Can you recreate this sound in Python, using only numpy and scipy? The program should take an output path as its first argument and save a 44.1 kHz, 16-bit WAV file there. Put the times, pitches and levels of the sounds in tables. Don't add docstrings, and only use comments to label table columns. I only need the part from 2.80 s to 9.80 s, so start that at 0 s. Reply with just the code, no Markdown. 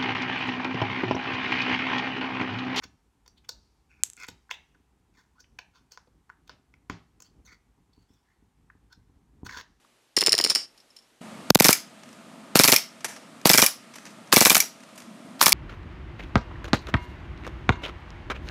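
import sys
import numpy as np
from scipy import signal
from scipy.fft import rfft
from scipy.io import wavfile

SR = 44100
rng = np.random.default_rng(int(sys.argv[2]) if len(sys.argv) > 2 else 0)


def persist_wave(psi):
    counts = np.round(np.clip(psi, -1, 1) * 32767).astype(np.int16)
    wavfile.write(sys.argv[1], SR, np.atleast_2d(counts).T)


N = 308700


def from_db(db):
    return 10 ** (np.asarray(db) / 20)


def rms_one(x):
    return x / np.sqrt(np.mean(x ** 2) + 1e-20)


def add(track, start_s, sound):
    start = max(0, round(start_s * SR))
    track[..., start:start + sound.shape[-1]] += sound[..., :N - start]


def lowpass(x, hz, order=2):
    return signal.sosfilt(signal.butter(order, min(hz, SR / 2 - 500), fs=SR, output="sos"), x)


def highpass(x, hz, order):
    return signal.sosfilt(signal.butter(order, hz, "high", fs=SR, output="sos"), x)


def resonance(x, hz, width_hz):
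    r = np.exp(-np.pi * width_hz / SR)
    zeros = np.array([1, 0, -1]) * (1 - r * r) / 2
    poles = [1, -2 * r * np.cos(2 * np.pi * hz / SR), r * r]
    return signal.lfilter(zeros, poles, x + 1e-18)


def peak_or_dip(x, hz, width_hz, level_db):
    half_width, lift = np.pi * width_hz / SR, from_db(level_db / 2)
    middle = -2 * np.cos(2 * np.pi * hz / SR)
    zeros = [1 + half_width * lift, middle, 1 - half_width * lift]
    poles = [1 + half_width / lift, middle, 1 - half_width / lift]
    return signal.lfilter(zeros, poles, x)


def coloured_noise(points):
    hz, level_db = np.transpose(points)
    bins_hz = np.fft.rfftfreq(N, 1 / SR) + 1
    gain = from_db(np.interp(np.log(bins_hz), np.log(hz), level_db))
    return rms_one(np.fft.irfft(rfft(rng.standard_normal(N)) * gain, N))


def drift(size, rate_hz):
    knots = np.arange(size) * rate_hz / SR
    return np.interp(knots, np.arange(4000), rng.standard_normal(4000))


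def grains(size, per_s, spread_db):
    born = rng.random(size) < per_s / SR
    sign = rng.choice([-1, 1], size)
    strength = from_db(spread_db * np.minimum(rng.exponential(1, size), 4))
    return rms_one(born * sign * strength)


def chance_events(per_s, level_db, spread_db):
    draws = rng.random((60, 2))
    times_s = np.cumsum(-np.log(1 - draws[:, 0])) / per_s
    levels_db = level_db + spread_db * (2 * draws[:, 1] - 1)
    return np.column_stack([times_s, levels_db])[times_s < N / SR]


def pocket(force, hz, width_hz):
    turn = np.exp(2j * np.pi * np.cumsum(hz * np.ones(len(force))) / SR)
    return 2 * np.real(turn * lowpass(force / turn + 1e-18, width_hz / 2))


def pocket_width(hz, crack_db):
    width_at_1khz_hz, pitch_power, doubling_db = 1634, 0.36, 23
    return width_at_1khz_hz * (hz / 1000) ** pitch_power * 2 ** (crack_db / doubling_db)


def in_box(x, hz, low_hz=400):
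    # (frequency [Hz], width [Hz], gain [dB])
    cavity = [(482, 120, 12.5), (600, 160, -12), (1009, 130, 10.5), (1477, 150, 11), (2144, 100, 5.5),
              (2522, 78.5, 6), (3471, 230, 9.5), (4492, 300, 11), (5360, 180, 4), (6350, 1100, 2.5)]
    top_at_1khz_hz, top_power = 6010, .16
    leak_at_1khz_db, leak_db_per_octave, spill_leak_db = -23, 6.5, -9.5
    khz = hz / 1000
    x = highpass(x, low_hz, order=2)
    body = lowpass(x, top_at_1khz_hz * khz ** top_power, order=8)
    leak = from_db(leak_at_1khz_db + leak_db_per_octave * np.log2(khz)) * x
    spill = body + from_db(spill_leak_db) * leak
    boxed = body + leak
    for mode_hz, width_hz, gain_db in cavity:
        boxed = peak_or_dip(boxed, mode_hz, width_hz, gain_db)
    return np.array([boxed, spill])


def background(lumps_db=3.5, handling_db=2, hiss_db=-75):
    # (time [s], level before handling_db and lumps [dB])
    handling = [(0.0, -65.5), (0.35, -69.5), (0.7, -63), (0.97, -69), (1.75, -71.5), (3.84, -66.5),
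                (4.5, -63), (5.01, -69.5), (5.899, -68), (6.41, -63), (6.65, -57.5), (7.0, -68.5)]
    # (frequency [Hz], relative level per Hz [dB])
    handling_colour = [(25, -6.5), (38, -7.5), (55, 4.5), (85, -4.5), (180, -10), (280, -12), (420, -20),
                       (600, -31)]
    # (frequency [Hz], relative level per Hz [dB])
    hiss_colour = [(400, 1), (590, -9.5), (800, 0.5), (1500, -7.5), (2700, -11.5), (5000, -16.5),
                   (8000, -15.5), (14000, -24), (16000, -36.5)]
    time_s, level_db = np.transpose(handling)
    effort_db = np.interp(np.arange(N) / SR, time_s, level_db) + lumps_db * drift(N, 22)
    rumble = from_db(effort_db + handling_db) * lowpass(coloured_noise(handling_colour), 900)
    return rumble + from_db(hiss_db) * coloured_noise(hiss_colour)


def pops(tear_db=-11, lead_share=0.79, room_db=-6.5):
    # (burst time [s], level over 1 ms [dB], pocket pitch [Hz],
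    # broad crack relative to pocket [dB], tearing time constant [s])
    pop_rows = [(.025, -42.5, 1650, -10, 0.004), (.040, -33, 1620, 7, 0.0051),
                (0.4628, -50.5, 1550, -1, 0.0022), (0.479, -44.5, 5450, -9, 0.0012),
                (.579, -51.5, 3600, -12, 0.0065), (.648, -53, 2480, -8, .005),
                (0.6925, -25, 5008, -10, 0.0017), (.694, -39, 1230, -17, 0.0038),
                (1.443, -35.5, 2120, -13, 0.0014), (1.4866, -30.5, 3500, 18.5, 0.0033),
                (1.694, -43, 1470, -21, 0.00074), (1.712, -22, 2450, -13, 0.00089),
                (1.7127, -31.5, 930, -22, 0.00085), (1.949, -53, 1494, -21, 0.0037),
                (2.605, -44, 5630, -13.5, 0.0063), (2.643, -54, 2660, -23, 0.003),
                (2.7893, -31, 2150, -11.5, 0.0011), (2.791, -35.5, 454, -11.5, 0.00074),
                (3.1207, -40, 5720, -15, 0.0021), (3.1748, -36.5, 1560, -6, 0.00012),
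                (3.275, -53, 340, -29, 0.0024), (3.495, -47.5, 1398, -21, .001),
                (3.5, -35, 1580, -23, 0.00062), (3.678, -51, 3880, -1, 0.0029),
                (3.6952, -35.5, 942, -8.5, 0.001), (3.9403, -47.5, 1900, -17, 0.0011),
                (4.0987, -26, 2170, -13, 0.0007), (4.099, -29, 920, -19, 0.0011),
                (4.404, -43.5, 6000, -9.5, 0.0014), (4.423, -40.5, 6140, -11.5, 0.0018),
                (5.134, -58, 4500, -13, 0.0035), (5.9016, -42.5, 1500, -34, 0.0021),
                (6.128, -46, 4970, -12, 0.0028), (6.666, -30.5, 1420, -2.5, 0.0035),
                (6.694, -30.5, 1930, -15, 0.0036)]
    out, burst = np.zeros((2, N)), SR // 50
    t = (np.arange(SR // 15) - burst) / SR
    for time_s, level_db, hz, crack_db, tear_s in pop_rows:
        tearing = np.exp(-np.maximum(t, -t / lead_share) / tear_s)
        force = from_db(tear_db) * grains(len(t), per_s=14000, spread_db=-2.0) * tearing
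        force[burst] += 1
        ringing = pocket(force, hz, pocket_width(hz, crack_db))
        pop = in_box(ringing + from_db(crack_db) * force, hz)
        rms_over_1ms = np.sqrt(np.sum(pop[0] ** 2) * 1000 / SR)
        add(out, time_s + t[0], from_db(level_db) * pop / rms_over_1ms)
    return out * [[1], [from_db(room_db)]]


def bumps(room_db=-6):
    # (time [s], peak [dB], contact softness cut-off [Hz], grip damping time constant [s])
    bump_rows = [(0.053, -41.5, 397, 0.02), (1.4883, -38.5, 700, 0.056), (4.099, -26, 599, 0.26),
                 (5.178, -46.5, 377, 0.088), (5.304, -50, 400, .05), (5.625, -51.5, 400, .04),
                 (5.952, -49.5, 450.5, 0.035), (6.297, -51, 447.4, 0.033), (6.175, -45.5, 129, 0.041),
                 (6.632, -29, 404, 0.0038), (6.768, -43.5, 680, 0.016)]
    # (frequency [Hz], relative level [dB], t60 [s])
    walls = [(63.23, -18, 0.14), (113, -11.5, 0.17), (172.2, -8, 0.29), (242, -0.5, 0.06),
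             (290, -3.5, 0.06), (402, -1, 0.033), (816, -4, 0.09), (960, 2.5, 0.0329)]
    nudge_soft_hz, nudge_still_s = 457, 0.04
    out, t = np.zeros(N), np.arange(SR // 2) / SR
    flex = sum(from_db(db - 60 * t / t60_s) * np.sin(2 * np.pi * hz * t) for hz, db, t60_s in walls)
    chances = chance_events(per_s=2.5, level_db=-56, spread_db=-1)
    nudges = [(time_s, peak_db, nudge_soft_hz, nudge_still_s) for time_s, peak_db in chances]
    for time_s, peak_db, soft_hz, still_s in bump_rows + nudges:
        thud = lowpass(flex * np.exp(-t / still_s), soft_hz)
        add(out, time_s, from_db(peak_db) * thud / np.abs(thud).max())
    return np.array([out, from_db(room_db) * out])


def drags(attack_s=0.0058, lumps_db=2.5, room_db=-7):
    # (time [s], length [s], level before pressure and fades [dB], swell over length [dB],
    # start pitch [Hz], end pitch [Hz], broad rasp relative to slips' unit rms [dB], fade time constant [s])
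    drag_rows = [(1.09, 0.13, -67, -5, 2540, 2280, -21, 0.013),
                 (1.368, 0.081, -49, 14.5, 2380, 2110, -12, .003),
                 (1.701, 0.013, -40.5, 6.5, 1760, 2090, -9, 0.0028),
                 (1.708, .04, -47, -12, 3190, 3780, -17.5, 0.022),
                 (2.337, 0.05, -67, 13, 2470, 1734, -10, 0.037),
                 (2.551, .05, -66.5, 3, 1090, 1540, -22, 0.012),
                 (2.936, 0.024, -61, 4, 1400, 1290, -5.5, 0.028),
                 (3.109, 0.036, -60.5, -3, 4510, 4450, -10, 0.0095),
                 (4.44, 0.02, -62.5, 0, 4510, 4500, -12, 0.021),
                 (4.647, 0.014, -58.5, 7, 6480, 6260, -18.5, 0.016),
                 (4.671, 0.052, -55.5, 1, 2080, 2020, -16, 0.023),
                 (5.139, .09, -78, 3, 4400, 4500, -8.5, .03),
                 (5.284, 0.025, -72.5, 1, 4890, 5340, -11.5, 0.07),
                 (5.445, 0.058, -76, 4, 1790, 1900, -21, 0.055),
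                 (6.099, 0.039, -65.5, 8.5, 1350, 1543, -13.5, 0.0087),
                 (6.646, 0.023, -50.5, 4, 6460, 6100, -10, .005),
                 (6.689, 0.072, -45.5, 0.5, 1910, 1640, -11, 0.0035),
                 (6.762, .051, -43, -1.5, 1660, 1850, -4.5, 0.0039)]
    # (multiple of squelch pitch [ratio], level [dB])
    squelch_modes = [(.66, -7.5), (1, 1), (2.25, -16)]
    width_share = 0.34
    out, t = np.zeros((2, N)), np.arange(SR // 3) / SR
    for time_s, length_s, level_db, swell_db, start_hz, end_hz, rasp_db, fade_s in drag_rows:
        progress = np.minimum(t / length_s, 1)
        pressure = from_db(swell_db * (progress - .5) + lumps_db * drift(len(t), 200))
        touching = (1 - np.exp(-t / attack_s)) * np.exp(-np.maximum(t - length_s, 0) / fade_s)
        glide_hz = start_hz * (end_hz / start_hz) ** progress
        hz = glide_hz * np.exp(.04 * drift(len(t), 90))
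        slips = grains(len(t), per_s=1400, spread_db=2.0)
        width_hz = width_share * pocket_width(start_hz, rasp_db)
        ringing = sum(from_db(db) * pocket(slips, ratio * hz, width_hz) for ratio, db in squelch_modes)
        squelch = in_box(ringing + from_db(rasp_db) * slips, start_hz)
        add(out, time_s, from_db(level_db) * pressure * touching * squelch / squelch[0].std())
    return out * [[1], [from_db(room_db)]]


def ticks(room_db=-19, count=7):
    # (frequency [Hz], width [Hz], relative level [dB])
    tick_ring = [(2560, 3900, -14.5), (6200, 800, -2.5), (7640, 800, 2.5), (11657, 4200, -16.5),
                 (15500, 1100, -28.5)]
    snap_s, snap_peak_db = 1.2356, -0.4
    run_start_s, gap_s = 1.3003, .03364
    first_peak_db, settled_peak_db, settle_s = -27, -44, 0.0799
    out, click, tick = np.zeros(N), signal.unit_impulse(SR // 100), 0
    for k, (hz, width_hz, level_db) in enumerate(tick_ring):
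        tick = tick + (-1) ** k * from_db(level_db) * resonance(click, hz, width_hz)
    since_s = gap_s * np.arange(count)
    run_db = settled_peak_db + (first_peak_db - settled_peak_db) * np.exp(-since_s / settle_s)
    for time_s, peak_db in [(snap_s, snap_peak_db), *zip(run_start_s + since_s, run_db)]:
        add(out, time_s, from_db(peak_db) * tick / np.abs(tick).max())
    return np.array([out, from_db(room_db) * out])


def dents(dull_hz=2200, top_hz=6400, room_db=-4):
    # (time [s], initial rms level [dB], settling time constant [s])
    dent_rows = [(3.696, -55, 0.027), (4.101, -47, .032)]
    out, t = np.zeros(N), np.arange(SR // 3) / SR
    for time_s, level_db, settle_s in dent_rows:
        dulled = lowpass(grains(len(t), per_s=9000, spread_db=1), dull_hz, order=1)
        fibres = rms_one(lowpass(dulled, top_hz, order=6))
        add(out, time_s, from_db(level_db) * fibres * np.exp(-t / settle_s))
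    return np.array([out, from_db(room_db) * out])


def room(x, build_s=0.0016, late_db=-21, late_t60_s=0.81):
    # (frequency [Hz], t60 [s], relative level [dB])
    room_rows = [(151, 0.28, 3), (398.9, 0.28, -1), (990, .38, -2.5), (2200, 0.29, -4), (4800, 0.17, 6),
                 (6996, 0.14, -3), (13724, 0.1995, 1.5)]
    t = np.arange(SR) / SR
    hz, t60_s, level_db = np.transpose(room_rows)
    edges_hz, tail = np.geomspace(50, 18000, 13), 0
    late = from_db(late_db) * np.exp(-np.log(1000) * t / late_t60_s)
    for low_hz, high_hz in zip(edges_hz, edges_hz[1:]):
        band_filter = signal.butter(2, [low_hz, high_hz], "band", fs=SR, output="sos")
        band = signal.sosfilt(band_filter, rng.standard_normal(SR))
        log_centre = np.log(low_hz * high_hz) / 2
        early = np.exp(-np.log(1000) * t / np.interp(log_centre, np.log(hz), t60_s))
        gain = from_db(np.interp(log_centre, np.log(hz), level_db))
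        tail = tail + band * gain * np.hypot(early, late)
    tail = tail * (1 - np.exp(-(t / build_s) ** 2))
    return signal.fftconvolve(x, tail / np.sqrt(np.sum(tail ** 2)))[:N]


def scene():
    direct, sent = pops() + drags() + dents() + bumps() + ticks()
    return (direct + room(sent) + background())[None]


def record(dry, low_cut_hz=38, top_cut_hz=16400, overload=.82):
    x = np.clip(highpass(dry, low_cut_hz, order=3), -overload, overload)
    return signal.sosfilt(signal.ellip(10, .1, 80, top_cut_hz, fs=SR, output="sos"), x)


dry = scene()
out = record(dry)
persist_wave(out)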